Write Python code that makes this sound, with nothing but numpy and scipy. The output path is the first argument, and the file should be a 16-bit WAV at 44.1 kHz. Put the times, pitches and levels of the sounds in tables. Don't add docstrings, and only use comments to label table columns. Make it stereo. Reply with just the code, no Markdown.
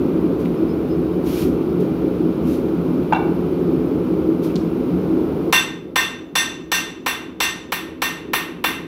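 import sys
import numpy as np
from scipy import signal
from scipy.fft import rfft, irfft, next_fast_len
from scipy.io import wavfile
from scipy.ndimage import uniform_filter1d, minimum_filter1d, map_coordinates

SR = 44100
rng = np.random.default_rng(int(sys.argv[2]) if len(sys.argv) > 2 else 0)


def nominal_scale(level):
    x = np.asarray(level, float) / 20
    return 10 ** x


def wav_record(signal):
    frames = np.transpose(np.atleast_2d(signal))
    bounded = np.clip(frames, -1, 1)
    quanta = np.round(bounded * 32767).astype(np.int16)
    wavfile.write(sys.argv[1], SR, quanta)


N = 391148

# start in seconds, peak in dB, brightness in dB per octave,
# ring in dB, bite of the hammer face in dB.
BLOWS = [
    (5.527, -0.5, 0.5, 4, 1),
    (5.959, -3, 0.5, 4, 0),
    (6.355, -3.5, 0, 2, 6),
    (6.718, -3, 1, 1, 3),
    (7.063, -6, 1, 1.5, -4),
    (7.404, -3.5, 0.5, 1.5, 4),
    (7.722, -8, 2, -2, -6),
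    (8.02, -6, 1.5, 0.5, -3),
    (8.335, -3.5, 2.5, -1.5, -8.5),
    (8.642, -4.5, 2, 1.5, -8),
]
MODES_LOW_HZ = [1025, 1104, 1570, 1833, 2075, 2688, 2731, 2796, 2560, 3291, 3527, 3563, 3601, 5316, 5631]
MODES_HIGH_HZ = [5794, 6026, 6109, 7133, 7678, 7863, 8110, 9057, 9943, 10541, 11741, 13007, 13287, 13901,
                 14510]
# level in dB, t60 in seconds.
MODE_RING = [(-7, 0.25), (-11, 0.36), (-5, 0.43), (0.5, 0.44), (-6, 0.43), (-8.5, 0.56), (1.5, 0.38),
             (-5.5, 0.43), (-13.5, 0.51), (-13, 0.35), (-4, 0.48), (-4.5, 0.43), (-11, 0.53), (-33, 0.62),
             (-9, 0.2), (-9.5, 0.38), (-12, 0.42), (-13.5, 0.44), (-28, 0.58), (-24, .33), (-12.5, .35),
             (-19, 0.36), (-29, 0.23), (-10.5, 0.3), (-25, 0.17), (-23, 0.28), (-18, 0.3), (-19, 0.21),
             (-21, .25), (-30, .25)]
# frequency in Hz, level in dB per Hz.
CRACK_COLOUR = [(120, -13.5), (350, -9.5), (650, -11.5), (1100, -2), (1400, -5.5), (2600, -3.5),
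                (4400, -6.5), (4900, -13.5), (5900, -6.5), (6700, -20.5), (8000, -12), (8700, -24),
                (11200, -12), (15600, -16)]
# frequency in Hz, t60 in seconds.
GARAGE_DECAY = [(200, 1), (700, 0.63), (2000, 0.56), (5000, 0.42), (10000, 0.36), (15700, 0.21)]
# frequency in Hz, left-right likeness from -1 to 1.
GARAGE_ALIKE = [(150, 0.94), (500, 0.62), (1000, 0.85), (2500, 0.016), (5000, -.2), (12000, -0.04)]
# delay in seconds, left in dB, right in dB.
NEAR_ECHOES = [(.0011, 3, 8), (.0031, -4.5, 15), (.0043, 11.5, -19.5), (.0059, 2, 14.5), (.0066, 13, -15),
               (.0085, 17.5, -3)]
# start in seconds, peak in dB, brightness in dB per octave.
SHELF_KNOCKS = [
    (3.124, -1, 0.5),
    (3.147, -23, 14.5),
    (3.162, -8.5, 0),
]
# frequency in Hz, level in dB, t60 in seconds.
SHELF_MODES = [(760, -10, 0.059), (833, 4, 0.026), (902, 6, 0.02), (1183, -10.5, 0.083),
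               (1465, -5.5, 0.036), (1530, -9, 0.014), (2310, -9.5, 0.039), (2730, -16, 0.08),
               (3540, -23, 0.036), (3900, -20.5, .015), (5600, -41, 0.0099)]
# start in seconds, peak in dB, centre in Hz.
STEEL_TICKS = [
    (0.4516, -35, 2390),
    (2.684, -41, 2230),
    (4.4983, -38, 2360),
    (4.557, -25, 4330),
]
# start in seconds, rise in seconds, hold in seconds, level in dB.
SCUFFS = [
    (0.38, 0.021, .006, -48.5),
    (.44, .014, .004, -64),
    (1.226, 0.044, 0.15, -39.5),
    (1.792, .012, .006, -48.5),
    (2.418, 0.057, 0.073, -45.5),
    (4.417, 0.02, .012, -41.5),
]
# frequency in Hz, level in dB per Hz.
SOLE_COLOUR = [(880, -18), (1500, -3), (1850, -7), (2330, -0.5), (5950, -6), (7940, -14.5), (12600, -6),
               (15200, -14.5), (16300, -16.5)]
# time in seconds, roar in dB.
GAS_FLOW = [
    (0.0, -18.5),
    (0.31, -17.5),
    (0.64, -19),
    (4.35, -19),
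    (4.47, -17.5),
    (4.57, -20),
    (5.5, -19),
]
# centre in Hz, width in Hz, level in dB.
CHAMBER = [(62, 18, -18), (78, 12.2, -11.5), (110, 5, -12.5), (136.7, 10.7, -13), (174.6, 26.7, -3.5),
           (216.9, 4.7, -4.5), (252.3, 16.6, -2), (283, 36, -5.5), (322.4, 17.3, 2), (363.4, 44.6, -3.5),
           (423.4, 51.5, -8), (525, 47, -16.5)]
# frequency in Hz, level in dB per Hz.
JET_COLOUR = [(260, -23.5), (450, -8.5), (650, -16.5), (1350, -21), (1700, -31.5), (2400, -31.5),
              (3700, -38), (5500, -45), (7600, -54.5), (9100, -54.5), (9600, -48.5), (13800, -48.5),
              (14500, -41.5), (15800, -54.5)]
# frequency in Hz, left-right likeness from -1 to 1.
BURNER_ALIKE = [(60, 0.83), (170, 0.95), (250, 0.91), (330, 0.66), (600, 0.69), (800, 0.26), (1100, 0.14),
                (1850, -0.41), (2700, 0.035), (6000, 0.051), (14500, -0.026)]
# start in seconds, pitch in Hz, length in seconds, level in dB.
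CHIRPS = [
    (.525, 11250, .05, -58),
    (0.55, 5200, .05, -57),
    (0.666, 5100, .085, -52),
    (0.885, 5080, 0.07, -52),
    (4.415, 11100, .02, -58),
]
# frequency in Hz, left minus right in dB.
PORT_LEVEL = [(80, 0.5), (170, -3.5), (330, -3), (450, -3.5), (800, 3.5), (1500, 1.5), (2000, -2),
              (3500, -2.5), (6000, 0.6), (10000, -5.5), (14500, -9)]
# frequency in Hz, left's lead in radians.
PORT_LEAD = [(80, -.2), (170, 0), (330, -.74), (430, -.7), (600, -.35), (900, -.25), (1500, -1.5),
             (2500, 0)]

FACE_HZ, FACE_OCTAVES = 6260, 1
THUD_DB = -46.5
ANVIL_LEFT_DB, ANVIL_LEFT_HZ = 4, 9000
PORT_TURN = -1.64
WALL_DULL_HZ = 3040
SCUFF_RISE_DB, PRESS_DB_PER_S, LIFT_DB_PER_S = 19, 36.5, 187
HISS_DB = -33
WHISTLE_HZ, WHISTLE_WIDE_HZ, WHISTLE_DB = 2380, 140, -31.5
REST_DB, GRAB_DB, GRAB_S, SINK_DB, SINK_S = 1, 10, 0.022, 6, 0.45
LET_GO_AT_S, LET_GO_S, LET_GO_DB = 7.87, 0.48, 2.5
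TOP_HZ = 15750


def hammer():
    out, t = np.zeros((2, N)), np.arange(SR * 2 // 5) / SR
    walls, near, modes = garage(), near_walls(), anvil_modes(t)
    face = lambda hz: np.exp(-(np.log2((hz + 1) / FACE_HZ) / FACE_OCTAVES) ** 2)
    octaves = lambda hz: np.log2((hz + 400) / 4000)
    for s, db, bright_db, ring_db, bite_db in BLOWS:
        colour = lambda hz: nominal_scale(bright_db * octaves(hz) + bite_db * face(hz))
        crack = causal(lambda hz: nominal_scale(along(CRACK_COLOUR, hz)) * colour(hz), size=2048)
        blow = nominal_scale(THUD_DB - 60 * t / 0.026) * np.sin(2 * np.pi * 95 * t)
        blow[:len(crack)] += crack / np.linalg.norm(crack)
        moved = 0.22
        tail = np.sqrt(1 - moved ** 2) * walls + moved * garage()
        loud = nominal_scale(db + 4.5 - camera_gain_db(s + .01))
        add(out, s - .001, loud * in_garage(blow, tail, near, wet_db=15.0, walls_db=-2.0))
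        ring = anvil(t, modes, colour, beads=55.1, rough=1.0)
        add(out, s - .001, loud * nominal_scale(ring_db - 21.5) * ring)
    half = np.array([[.5], [-.5]])
    return filtered(out, lambda hz: nominal_scale(half * ANVIL_LEFT_DB / (1 + (ANVIL_LEFT_HZ / (hz + 1)) ** 4)))


def anvil(t, modes, colour, beads, rough):
    hz, along_swing, across_swing = modes
    knots = np.arange(int(t[-1] * beads) + 2)[:, None]
    blend = np.cos(np.pi / 2 * np.clip(t * beads - knots, -1, 1)) ** 2
    chance = rng.standard_normal((2, 2, len(hz), 40))[..., :len(knots)]
    start = 2 * np.pi * rng.random((len(hz), 1)) + PORT_TURN * np.array([[[.5]], [[-.5]]])
    level = colour(hz) * nominal_scale(0.75 * rng.standard_normal(hz.shape))
    steady = [np.cos(start), np.sin(start)]
    along_phase, across_phase = level * (rough * chance + steady) @ blend
    swing = np.einsum('cmt,mt->ct', along_phase, along_swing)
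    swing += np.einsum('cmt,mt->ct', across_phase, across_swing)
    return (1 - np.exp(-t / 0.00056)) * swing


def anvil_modes(t):
    hz = np.array(MODES_LOW_HZ + MODES_HIGH_HZ)[:, None]
    db, t60 = np.transpose(MODE_RING)[:, :, None]
    dying, turn = nominal_scale(db - 60 * t / t60), 2 * np.pi * hz * t
    return hz, dying * np.cos(turn), dying * np.sin(turn)


def garage():
    hz, t, z = signal.stft(rng.standard_normal((2, SR // 2)), SR, nperseg=256)
    decay = nominal_scale(-60 * t / along(GARAGE_DECAY, hz)[:, None])
    tail = stereo(signal.istft(z * decay, SR, nperseg=256)[1], GARAGE_ALIKE)
    tail = tail * (1 - np.exp(-np.arange(tail.shape[1]) / SR / 0.00064))
    return tail / np.linalg.norm(tail[0])


def near_walls():
    out, pole = np.zeros((2, SR // 50)), np.exp(-2 * np.pi * WALL_DULL_HZ / SR)
    for s, *db in NEAR_ECHOES:
        clutter = rng.standard_normal((2, 64)) * nominal_scale(-60 * np.arange(64) / SR / 0.0017)
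        clutter = signal.lfilter([1], [1, -2 * pole, pole ** 2], clutter)
        out[:, round(s * SR):][:, :64] += nominal_scale(db)[:, None] * clutter / np.linalg.norm(clutter[0])
    return out


def in_garage(sound, tail, near, wet_db, walls_db):
    answer = nominal_scale(wet_db) * tail
    answer[:, 0] = nominal_scale(0.5)
    answer[:, :near.shape[1]] += nominal_scale(walls_db) * near
    return signal.fftconvolve(sound[None], answer, axes=1)


def small_contacts():
    out, t = np.zeros((2, N)), np.arange(SR // 4) / SR
    for s, db, bright_db in SHELF_KNOCKS:
        clatter = ringing(SHELF_MODES, t, bright_db) * (1 - np.exp(-t / 0.00079))
        rattle = uniform_filter1d(uniform_filter1d(rng.standard_normal(len(t)), size=5), size=4)
        clatter += nominal_scale(-10 - 60 * t / 0.014) * rattle
        add(out, s, in_garage(nominal_scale(db - 11.5) * clatter, garage(), near_walls(), wet_db=-1.0, walls_db=-23.0))
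    for s, db, hz in STEEL_TICKS:
        tick = causal(lambda f: 1 / (1 + (1.3 * (f / hz - hz / (f + 1))) ** 2), size=512)
        tick = nominal_scale(db - 0.5) * tick / tick.max()
        add(out, s, in_garage(tick, garage(), near_walls(), wet_db=2.5, walls_db=-14.5))
    return out


def ringing(modes, t, tilt_db):
    out = np.zeros(len(t))
    for hz, db, t60 in modes:
        level_db = db + rng.normal(0, 1.3) + tilt_db * np.log2(hz / 1000)
        out += nominal_scale(level_db - 60 * t / t60) * np.sin(2 * np.pi * hz * t)
    return out


def shoes():
    drag = sum(scuff(*row) for row in SCUFFS)
    grit = nominal_scale(0.36 * wobble(150)) * stereo(rng.standard_normal((2, N)), GARAGE_ALIKE)
    return drag * nominal_scale(0.9) * unit(filtered(grit, lambda hz: nominal_scale(along(SOLE_COLOUR, hz))))


def scuff(s, rise, hold, db):
    top, t = db + PRESS_DB_PER_S * hold, np.arange(N) / SR - s
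    shape = np.interp(t, [0, rise, rise + hold], [db - SCUFF_RISE_DB, db, top])
    return nominal_scale(shape - LIFT_DB_PER_S * np.maximum(t - rise - hold, 0)) * (t > 0)


def burner():
    roar_db, = curves(GAS_FLOW)
    hump = lambda hz, c, w, db: nominal_scale(2 * db) / (1 + (2 * (hz - c) / w) ** 2) ** 1.55
    chamber = lambda hz: np.sqrt(sum(hump(hz, *row) for row in CHAMBER))
    flicker = wobble(3.0)
    roar_level = nominal_scale(roar_db + 0.13 + 0.25 * flicker + 0.47 * wobble(12))
    roar = roar_level * rush(chamber, patchy_db=-0.98)
    whistle = lambda hz: nominal_scale(WHISTLE_DB) / (1 + (2 * (hz - WHISTLE_HZ) / WHISTLE_WIDE_HZ) ** 2)
    hiss = lambda hz: np.hypot(nominal_scale(along(JET_COLOUR, hz)), whistle(hz))
    calm_db = .3
    jet = nominal_scale(HISS_DB + calm_db * flicker) * rush(hiss, patchy_db=calm_db)
    return roar + jet


def rush(gain, patchy_db):
    z = signal.stft(rng.standard_normal((2, N)), nperseg=512)[2]
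    field = uniform_filter1d(rng.standard_normal(z.shape[1:]), size=5, axis=0)
    field = uniform_filter1d(field, size=12, axis=1)
    patchy = signal.istft(z * nominal_scale(patchy_db * unit(field)), nperseg=512)[1][:, :N]
    return unit(filtered(stereo(patchy, BURNER_ALIKE), gain))


def chirps():
    out = np.zeros(N)
    for s, hz, length, db in CHIRPS:
        n = int(length * SR)
        waver = uniform_filter1d(rng.standard_normal(SR // 10), size=120)[:n]
        phase = 2 * np.pi * np.cumsum(hz + 70 * unit(waver)) / SR
        out[round(s * SR):][:n] += nominal_scale(db + 0.5) * np.hanning(n) * np.sin(phase)
    return out


def unit(x):
    return x / np.sqrt(np.mean(x ** 2) + 1e-20)


def along(points, hz):
    f, v = np.transpose(points)
    return np.interp(np.log(hz + 1), np.log(f + 1), v)


def curves(rows):
    s, *cols = np.transpose(rows)
    return [np.interp(np.arange(N) / SR, s, c) for c in cols]


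def wobble(rate):
    return map_coordinates(rng.standard_normal(int(N * rate / SR) + 4), [np.arange(N) * rate / SR])


def filtered(x, response):
    n = x.shape[-1]
    m = next_fast_len(n + 8192)
    return irfft(rfft(x, m) * response(np.fft.rfftfreq(m, 1 / SR)), m)[..., :n]


def causal(gain, size):
    cep = irfft(np.log(gain(np.fft.rfftfreq(size, 1 / SR)) + 1e-6), size)
    cep[1:size // 2] *= 2
    cep[size // 2 + 1:] = 0
    return irfft(np.exp(rfft(cep)), size)


def stereo(pair, alike):
    turn = lambda hz: np.arccos(np.clip(along(alike, hz), -1, 1)) / 2
    mid, side = filtered(pair, lambda hz: np.array([np.cos(turn(hz)), np.sin(turn(hz))]))
    return np.array([mid + side, mid - side])


def add(out, s, heard):
    spot = out[:, round(s * SR):][:, :heard.shape[1]]
    spot += heard[:, :spot.shape[1]]


def scene():
    return hammer() + small_contacts() + shoes() + burner() + chirps()


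def camera_gain_db(s):
    since = s - BLOWS[0][0]
    grab = GRAB_DB * np.clip(since / GRAB_S + 1, 0, 1)
    sink = SINK_DB * (1 - np.exp(-np.maximum(since, 0) / SINK_S))
    return REST_DB - grab - sink + LET_GO_DB * np.clip((s - LET_GO_AT_S) / LET_GO_S, 0, 1)


def band_limit(x):
    return signal.sosfilt(signal.butter(12, 16450, fs=SR, output="sos"), x)


def record(dry):
    half = np.array([[.5], [-.5]])
    lead = lambda hz: np.exp(1j * half * along(PORT_LEAD, hz))
    x = filtered(dry, lambda hz: nominal_scale(half * along(PORT_LEVEL, hz)) * lead(hz))
    x = x / (1 + np.abs(x / nominal_scale(16.5)) ** 3) ** (1 / 3)
    level = np.sqrt(np.abs(uniform_filter1d(np.mean(x ** 2, axis=0), size=331)))
    squeeze = .75
    duck = np.minimum(1, nominal_scale(1.0) / (level + 1e-9)) ** squeeze
    limiter = uniform_filter1d(minimum_filter1d(duck, size=331), size=221)
    x = x * limiter * nominal_scale(camera_gain_db(np.arange(N) / SR))
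    treble_edge = lambda hz: np.sin(np.pi / 2 * np.clip((TOP_HZ - hz) / 150 + .5, 0, 1))
    rumble_cut = lambda hz: 1 / np.hypot(1, (48 / (hz + 1)) ** 3)
    x = filtered(np.clip(x, -1, 1), lambda hz: treble_edge(hz) * rumble_cut(hz))
    return band_limit(np.clip(x, -1, 1))


dry = scene()
out = record(dry)
wav_record(out)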